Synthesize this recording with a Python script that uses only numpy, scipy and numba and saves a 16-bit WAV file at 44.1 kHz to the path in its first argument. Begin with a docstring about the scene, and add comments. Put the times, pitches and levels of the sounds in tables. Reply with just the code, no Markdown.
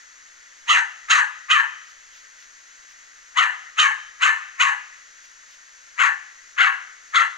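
"""A small dog on a lawn barks ten times in three bursts, heard by a camera's microphone pair on a concrete porch.
Each bark is one push of air: a hoarse yelp of uneven fold pulses and noise, arching in pitch and level,
which rings the mouth as the jaw opens and shuts. The porch rings, then come a faint delayed copy and the yard echo.
A steady outdoor hiss runs throughout, with soft rustles after the first and second bursts.
Last, the camera's limiter turns down peaks over its top level, and a low-pass cuts the extreme treble."""
import sys
import numpy as np
from scipy import signal
from scipy.fft import rfft, irfft, next_fast_len
from scipy.io import wavfile
from scipy.ndimage import uniform_filter1d, minimum_filter1d
from numba import njit

SR = 44100
rng = np.random.default_rng(int(sys.argv[2]) if len(sys.argv) > 2 else 0)


def inscribe(sig):
    """Save sig as 16-bit PCM at rate SR to the path in sys.argv[1].

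    A 1-D sig is mono; a 2-D sig holds one channel per row.
    Samples are clipped to [-1, 1] before scaling.
    """
    pcm = np.round(np.clip(np.atleast_2d(sig).T, -1, 1) * 32767)
    wavfile.write(sys.argv[1], SR, pcm.astype(np.int16))


N = 325017

# colour of the echoes from across the yard: (frequency [Hz], level [dB])
YARD_COLOUR = [(200, -27), (600, 5.5), (800, 15), (950, -4.5), (1300, 2.5), (1500, 2), (1740, 3.5),
               (2400, -1), (4000, -3.5), (7000, -22.5), (14000, -43.5)]

# the folds tighten toward the crest and slacken after it; slack pitch and voicing are shares of the full ones
TIGHTEN_S, SLACKEN_S, SLACK_PITCH, SLACK_VOICING = 0.02, 0.065, 0.6, 0.38
# the mouth snaps widest just before the crest, then shuts: the tongue resonance sinks and the treble dulls
GAPE_LEAD_S, OPEN_S, SHUT_S, SHUT_OPENING = 0.0098, 0.027, 0.045, 0.5
TONGUE_SINK, DULLING_DB = 0.74, 13
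# the voice is clearest at the widest gape and breaks up after it
VOICE_IN_S, VOICE_OUT_S = 0.016, 0.028
# breathy low body of the bark, near its fundamental pitch, strongest at the widest gape
BODY_HZ, BODY_WIDTH_HZ, BODY_S, BODY_DB = 518, 370, 0.014, -15
# the air rises steeply until shortly before the crest, swells on to it, then sags and stops
ATTACK_DB_PER_S, ATTACK_LEAD_S, SWELL_DB, RELEASE_S = 1300, 0.023, 6, 0.022
# the upper resonances change level for a moment at the widest gape, around a resting level
FLARE_S, BRIGHT_DB = 0.0097, -4.5


def dog():
    """Ten pushes of air at their moments, each placed left or right by a level difference."""
    # barks: (start [s], relative level [dB], top pitch before jitter [Hz], length [s], time to the crest [s],
    # sag after it [dB/s], nominal jaw resonance [Hz], tongue resonance at widest gape [Hz],
    # relative tongue level [dB], flare [dB], relative rasp level [dB], roughness [0-1],
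    # left minus right before the microphone pair [dB])
    barks = [(0.649, -2, 697.8, 0.171, .062, 115, 1200, 3010, 7, 0.5, 3, 0.51, -4),
             (1.079, 0, 644.6, 0.139, 0.046, 131, 1545, 2750, -4.5, 13, 2, 0.47, -2),
             (1.475, 0, 653.5, 0.15, .052, 141, 1507, 2800, 2, 12.5, -1, 0.28, -1.5),
             (3.342, -1, 713.7, 0.13, 0.054, 123, 1280, 3020, -1.5, 9.5, -3, 0.52, 0.5),
             (3.762, -1.5, 641.2, 0.131, .047, 137, 1500, 2970, 7.5, 5.5, 3, 0.46, -1),
             (4.194, 0, 576.7, 0.12, 0.052, 109, 1500, 2720, -1.5, 8.5, -1, 0.62, -1),
             (4.572, -2, 591.7, 0.145, .053, 142, 1377, 2660, -.5, 11, 1, 0.61, 0.5),
             (5.956, -4, 525, 0.14, .06, 124, 1440, 2720, -1.5, -2, -3.5, 0.75, 3.5),
             (6.561, -0.5, 720.2, .14, 0.051, 93, 1590, 2980, 3, -16, -5.5, 0.63, 1),
             (7.122, -1.5, 688.8, 0.12, 0.049, 148, 1464, 3510, -4.5, 14.5, -4, 0.41, 0.5)]
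    out = np.zeros((2, N + SR))
    for start, *shape, pan_db in barks:
        sound = bark(*shape)
        at = int(start * SR)
        sides = undb([[pan_db / 2], [-pan_db / 2]])
        out[:, at:at + len(sound)] += sound * sides
    return out[:, :N] * undb(-15.5)


def bark(db, top_hz, length, crest_s, sag_db_per_s, jaw_hz, tongue_hz, tongue_db, flare_db, rasp_db, rough):
    """One push of air tightens the vocal folds; their uneven pulses and puffs ring the opening and closing mouth."""
    # what leaves the mouth: (frequency [Hz], level [dB])
    mouth = [(100, -38), (300, -23.5), (550, -20.5), (850, -5), (1100, 5), (3200, 3), (5200, -4),
             (6800, -10), (8500, -14), (10000, -20), (11500, -48), (16000, -28)]
    # muzzle resonances behind the rasp: (nominal frequency [Hz], width [Hz], relative level [dB])
    muzzle = [(4160, 620, -3), (5360, 1600, -11.5), (7070, 524, 10.5)]
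    n = SR // 5
    t = np.arange(n) / SR

    # push of air and fold tension
    tension = arch(t, crest_s, TIGHTEN_S, SLACKEN_S)
    attack = undb(ATTACK_DB_PER_S * np.minimum(t - crest_s + ATTACK_LEAD_S, 0))
    stop = np.clip((length - t) / RELEASE_S, 0, 1)
    swell_db = SWELL_DB * (tension - 1)
    sag_db = -sag_db_per_s * (t - crest_s)
    effort = attack * stop * undb(np.where(t < crest_s, swell_db, sag_db))
    pitch = top_hz * (SLACK_PITCH + (1 - SLACK_PITCH) * tension)

    # movement of the mouth
    gape_s = crest_s - GAPE_LEAD_S
    voicing = SLACK_VOICING + (1 - SLACK_VOICING) * arch(t, gape_s, VOICE_IN_S, VOICE_OUT_S)
    opening = SHUT_OPENING + (1 - SHUT_OPENING) * arch(t, gape_s, OPEN_S, SHUT_S)
    flare = flare_db * arch(t, gape_s, FLARE_S, FLARE_S)
    bright_db = BRIGHT_DB + flare - DULLING_DB * (1 - opening)

    # hoarse folds lose their beat and flutter in strength
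    hoarse = np.clip(1 - voicing * (1 - rough), 0.02, 1)
    jitter = 1 + 0.11 * hoarse * walk(n, rate=220)
    phase = 2 * np.pi * np.cumsum(pitch * jitter) / SR
    orders = np.arange(1, 9)[:, None]
    folds = unit(np.sum(np.cos(orders * phase) / orders ** 0.76, axis=0))
    # the breath noise puffs once per fold beat
    air = unit(rng.standard_normal(n) * (1 + 0.99 * np.cos(phase)))
    flutter = undb(1.95 * hoarse * walk(n, rate=280))
    source = (np.sqrt(1 - hoarse ** 2) * folds + 1.26 * hoarse * air) * flutter

    # opening the jaw lifts the lowest resonance; the upper ones slide down as the mouth shuts
    low = formant(source, jaw_hz * (0.45 + 0.61 * opening), 544.0) * undb(6.9 * (opening - 1))
    tongue = tongue_hz * (1 - TONGUE_SINK * (1 - opening))
    high = formant(source, tongue, 946.0) * undb(tongue_db + bright_db)
    # the throat grows louder as the mouth shuts
    throat_db = -5.5 + 14.15 * (1.5 - opening)
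    throat = resonate(source, 2080 * (0.61 + 0.38 * opening), 318.0) * undb(throat_db)

    # air rushing through the muzzle
    slide = 0.8286 + 0.12 * opening
    rasp = sum(undb(d) * resonate(air * flutter, f * slide, 1. * w) for f, w, d in muzzle)
    rasp = rasp * undb(rasp_db - 4.5 + 0.42 * bright_db)

    low_air = formant(air, np.full(n, float(BODY_HZ)), float(BODY_WIDTH_HZ))
    body = unit(low_air) * arch(t, gape_s, BODY_S, BODY_S)
    inside = low + high + throat + rasp + undb(BODY_DB) * body
    return unit(colour(inside, mouth) * effort) * undb(db)


def arch(t, top_s, rise_s, fall_s):
    """A smooth hump, 1 at top_s; the rise and fall times reach down to 1/e."""
    return np.exp(-((t - top_s) / np.where(t < top_s, rise_s, fall_s)) ** 2)


@njit
def resonate(x, hz, width):
    """State-variable band-pass with a moving centre, gain 1 there."""
    y, band, low = np.empty(len(x)), 0., 0.
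    for i in range(len(x)):
        g, k = np.tan(np.pi * hz[i] / SR), width / hz[i]
        v = (band + g * (x[i] - low)) / (1 + g * (g + k))
        band, low, y[i] = 2 * v - band, low + 2 * g * v, k * v
    return y


def formant(x, hz, width):
    """A resonance with steep skirts: the band-pass applied twice."""
    return resonate(resonate(x, hz, width), hz, width)


def surroundings(voice):
    """The porch rings almost at once; houses across the yard answer later and longer."""
    # colour of the porch ring: (frequency [Hz], level [dB])
    porch_colour = [(200, -29), (570, -11.5), (790, 12.5), (920, 6.5), (1180, -2.5), (1480, -2), (1720, 3),
                    (2050, -5.5), (2400, -10), (2800, -0.5), (3600, -14.5), (4200, -2), (5100, -14.5),
                    (6300, -6.5), (9000, 3), (14000, -5)]
    porch = echoes(voice, porch_colour, delay=0.0061, build=0.0017, t60=0.28, treble_t60=0.29, db=-2.5)
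    yard = echoes(voice, YARD_COLOUR, delay=0.089, build=0.032, t60=0.67, treble_t60=0.88, db=-25.0)
    return porch + yard


def echoes(x, spectrum, delay, build, t60, treble_t60, db):
    """Scattered reflections start late, build up and die away, bass and treble at their own rates (times in s)."""
    t = np.arange(SR) / SR
    age = np.maximum(t - delay, 0)
    scatter = rng.standard_normal(SR)
    lows = signal.sosfilt(signal.butter(2, 2500, fs=SR, output="sos"), scatter)
    highs = signal.sosfilt(signal.butter(2, 2500, "high", fs=SR, output="sos"), scatter)
    # each band falls 60 dB in its t60
    low_fade = np.exp(-np.log(1000) * age / t60)
    high_fade = np.exp(-np.log(1000) * age / treble_t60)
    fading = lows * low_fade - highs * high_fade
    response = unit(fading * (1 - np.exp(-age / build))) / np.sqrt(SR)
    return undb(db) * signal.fftconvolve(x, colour(response, spectrum))[:N]


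def delayed_copy(x, delay_s, db):
    """A faint delayed copy of the bark in the yard's colour, thickening the tail."""
    delayed = np.interp(np.arange(N) - delay_s * SR, np.arange(N), x)
    return undb(db) * colour(delayed, YARD_COLOUR)


def outdoors():
    """Hiss of the open air, noise wavering slightly in level, with a few soft rustles of shaped noise."""
    # outdoor hiss: (frequency [Hz], relative level [dB])
    air_colour = [(25, -5), (60, -73), (110, -63), (220, -22), (380, -18.5), (780, -19.5), (1450, -4),
                  (1950, -0.5), (2300, -9), (3400, -14.5), (5300, -13), (6600, -3.5), (7700, -21),
                  (9800, -31.5), (11500, -39)]
    # rustles: (time of the top [s], level before flicker and microphone pair [dB], width at 1/e [s])
    rustles = [(1.902, -55, 0.051), (2.166, -51.5, 0.08), (2.414, -52, 0.074), (2.911, -53, 0.048),
               (5.248, -52.5, 0.036), (5.528, -52.5, 0.069)]
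    # colour of a rustle: (frequency [Hz], relative level [dB])
    rustle_colour = [(300, -43), (1500, -10), (2800, -3), (4300, -6.5), (6500, -3), (8000, -29),
                     (12000, -27)]
    t = np.arange(N) / SR
    hiss_db = -48.5 + 0.5 * walk(N, rate=12.0)
    hiss = unit(colour(rng.standard_normal(N), air_colour)) * undb(hiss_db)
    brush = sum(undb(db) * np.exp(-(2 * (t - at) / length) ** 2) for at, db, length in rustles)
    grain = unit(colour(rng.standard_normal(N), rustle_colour))
    flicker = undb(2 * walk(N, rate=200))
    return hiss + brush * grain * flicker


def ports(x, table):
    """One sound as the two microphones hear it, each with its own gain and phase by frequency."""
    size = next_fast_len(N + SR // 10)
    side_db, lead = columns_at(table, np.fft.rfftfreq(size, 1 / SR))
    half = undb(side_db / 2) * np.exp(.5j * lead)
    # keeps the mean power of the pair
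    balance = np.sqrt(np.cosh(np.log(undb(side_db))))
    pair = np.array([half, 1 / half]) / balance
    return irfft(rfft(x, size) * pair, size)[:, :N]


def undb(db):
    """Decibels to gain."""
    return 10 ** (np.asarray(db) / 20)


def unit(x):
    """Scale to rms 1."""
    return x / np.sqrt(np.mean(x ** 2))


def walk(n, rate):
    """Random levels, rate a second, joined by straight lines."""
    at = np.arange(n) * rate / SR
    return np.interp(at, np.arange(n // 8), rng.standard_normal(n // 8))


def columns_at(table, hz):
    """The columns of a frequency table, joined on a log axis."""
    points, *columns = np.transpose(table)
    return [np.interp(np.log(hz + 1), np.log(points), c) for c in columns]


def colour(x, spectrum):
    """Causal filter with the given (Hz, dB) points, from the cepstrum of the log gain."""
    size = 2048
    gain_db = columns_at(spectrum, np.fft.rfftfreq(size, 1 / SR))[0]
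    cepstrum = irfft(np.log(undb(gain_db)))
    # folding the cepstrum forward makes the filter minimum phase
    cepstrum[1:size // 2] *= 2
    cepstrum[size // 2 + 1:] = 0
    response = irfft(np.exp(rfft(cepstrum)))
    return signal.fftconvolve(x, response)[:len(x)]


def scene():
    """Dog, echoes and hiss; a share of the diffuse sound is opposite in sign at the two microphones."""
    # microphone pair toward the dog: (frequency [Hz], left minus right [dB], phase lead of left [rad])
    dog_ports = [(150, 5.5, -3.5), (590, 7.5, -2.5), (716, 6, -2.5), (1090, 8, -1.5), (1810, 6.5, -1.58),
                 (2500, -1, -1.47), (3780, -5, -0.65), (5200, 3, 0.6), (7300, 5.5, -1), (8500, -3.5, -2)]
    # microphone pair toward the open air: (frequency [Hz], left minus right [dB], phase lead of left [rad])
    air_ports = [(60, -0.5, -15), (200, -0.5, -3), (700, 0.5, -2), (1320, 8.5, -2), (2360, -0.5, -1.6),
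                 (4140, -3, 0.8), (6500, 4.5, -1.4), (8500, -2, -1.5)]
    direct = dog()
    voice = direct.mean(axis=0)
    apart = np.array([[1], [-1]])
    reflected = surroundings(voice) + delayed_copy(voice, delay_s=0.059, db=-19.0)
    diffuse = undb(-10.5) * apart * ports(surroundings(voice), dog_ports)
    barking = ports(direct + reflected, dog_ports) + diffuse
    hiss = ports(outdoors(), air_ports) + undb(-8.0) * apart * ports(outdoors(), air_ports)
    return barking + hiss


@njit
def follow(x, release):
    """Peak level that rises at once and falls slowly."""
    out, level = np.empty(len(x)), 0.
    for i in range(len(x)):
        level = max(x[i], level * (1 - release))
        out[i] = level
    return out


def limiter(x, top_db, release_s):
    """Turns both channels smoothly down while their peaks are over the top level."""
    peak = follow(np.abs(x).max(axis=0), 1 / (release_s * SR))
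    gain = 1 / np.maximum(peak / undb(top_db), 1)
    held = minimum_filter1d(gain, size=128)
    return x * uniform_filter1d(uniform_filter1d(held, size=64), size=64)


def record(dry):
    """The camera limits the peaks, then a steep low-pass cuts the top."""
    held = limiter(dry, top_db=-2.5, release_s=0.17)
    top_hz = 15500
    return signal.sosfilt(signal.ellip(8, 0.2, 80, top_hz, fs=SR, output="sos"), held)


dry = scene()
out = record(dry)
inscribe(out)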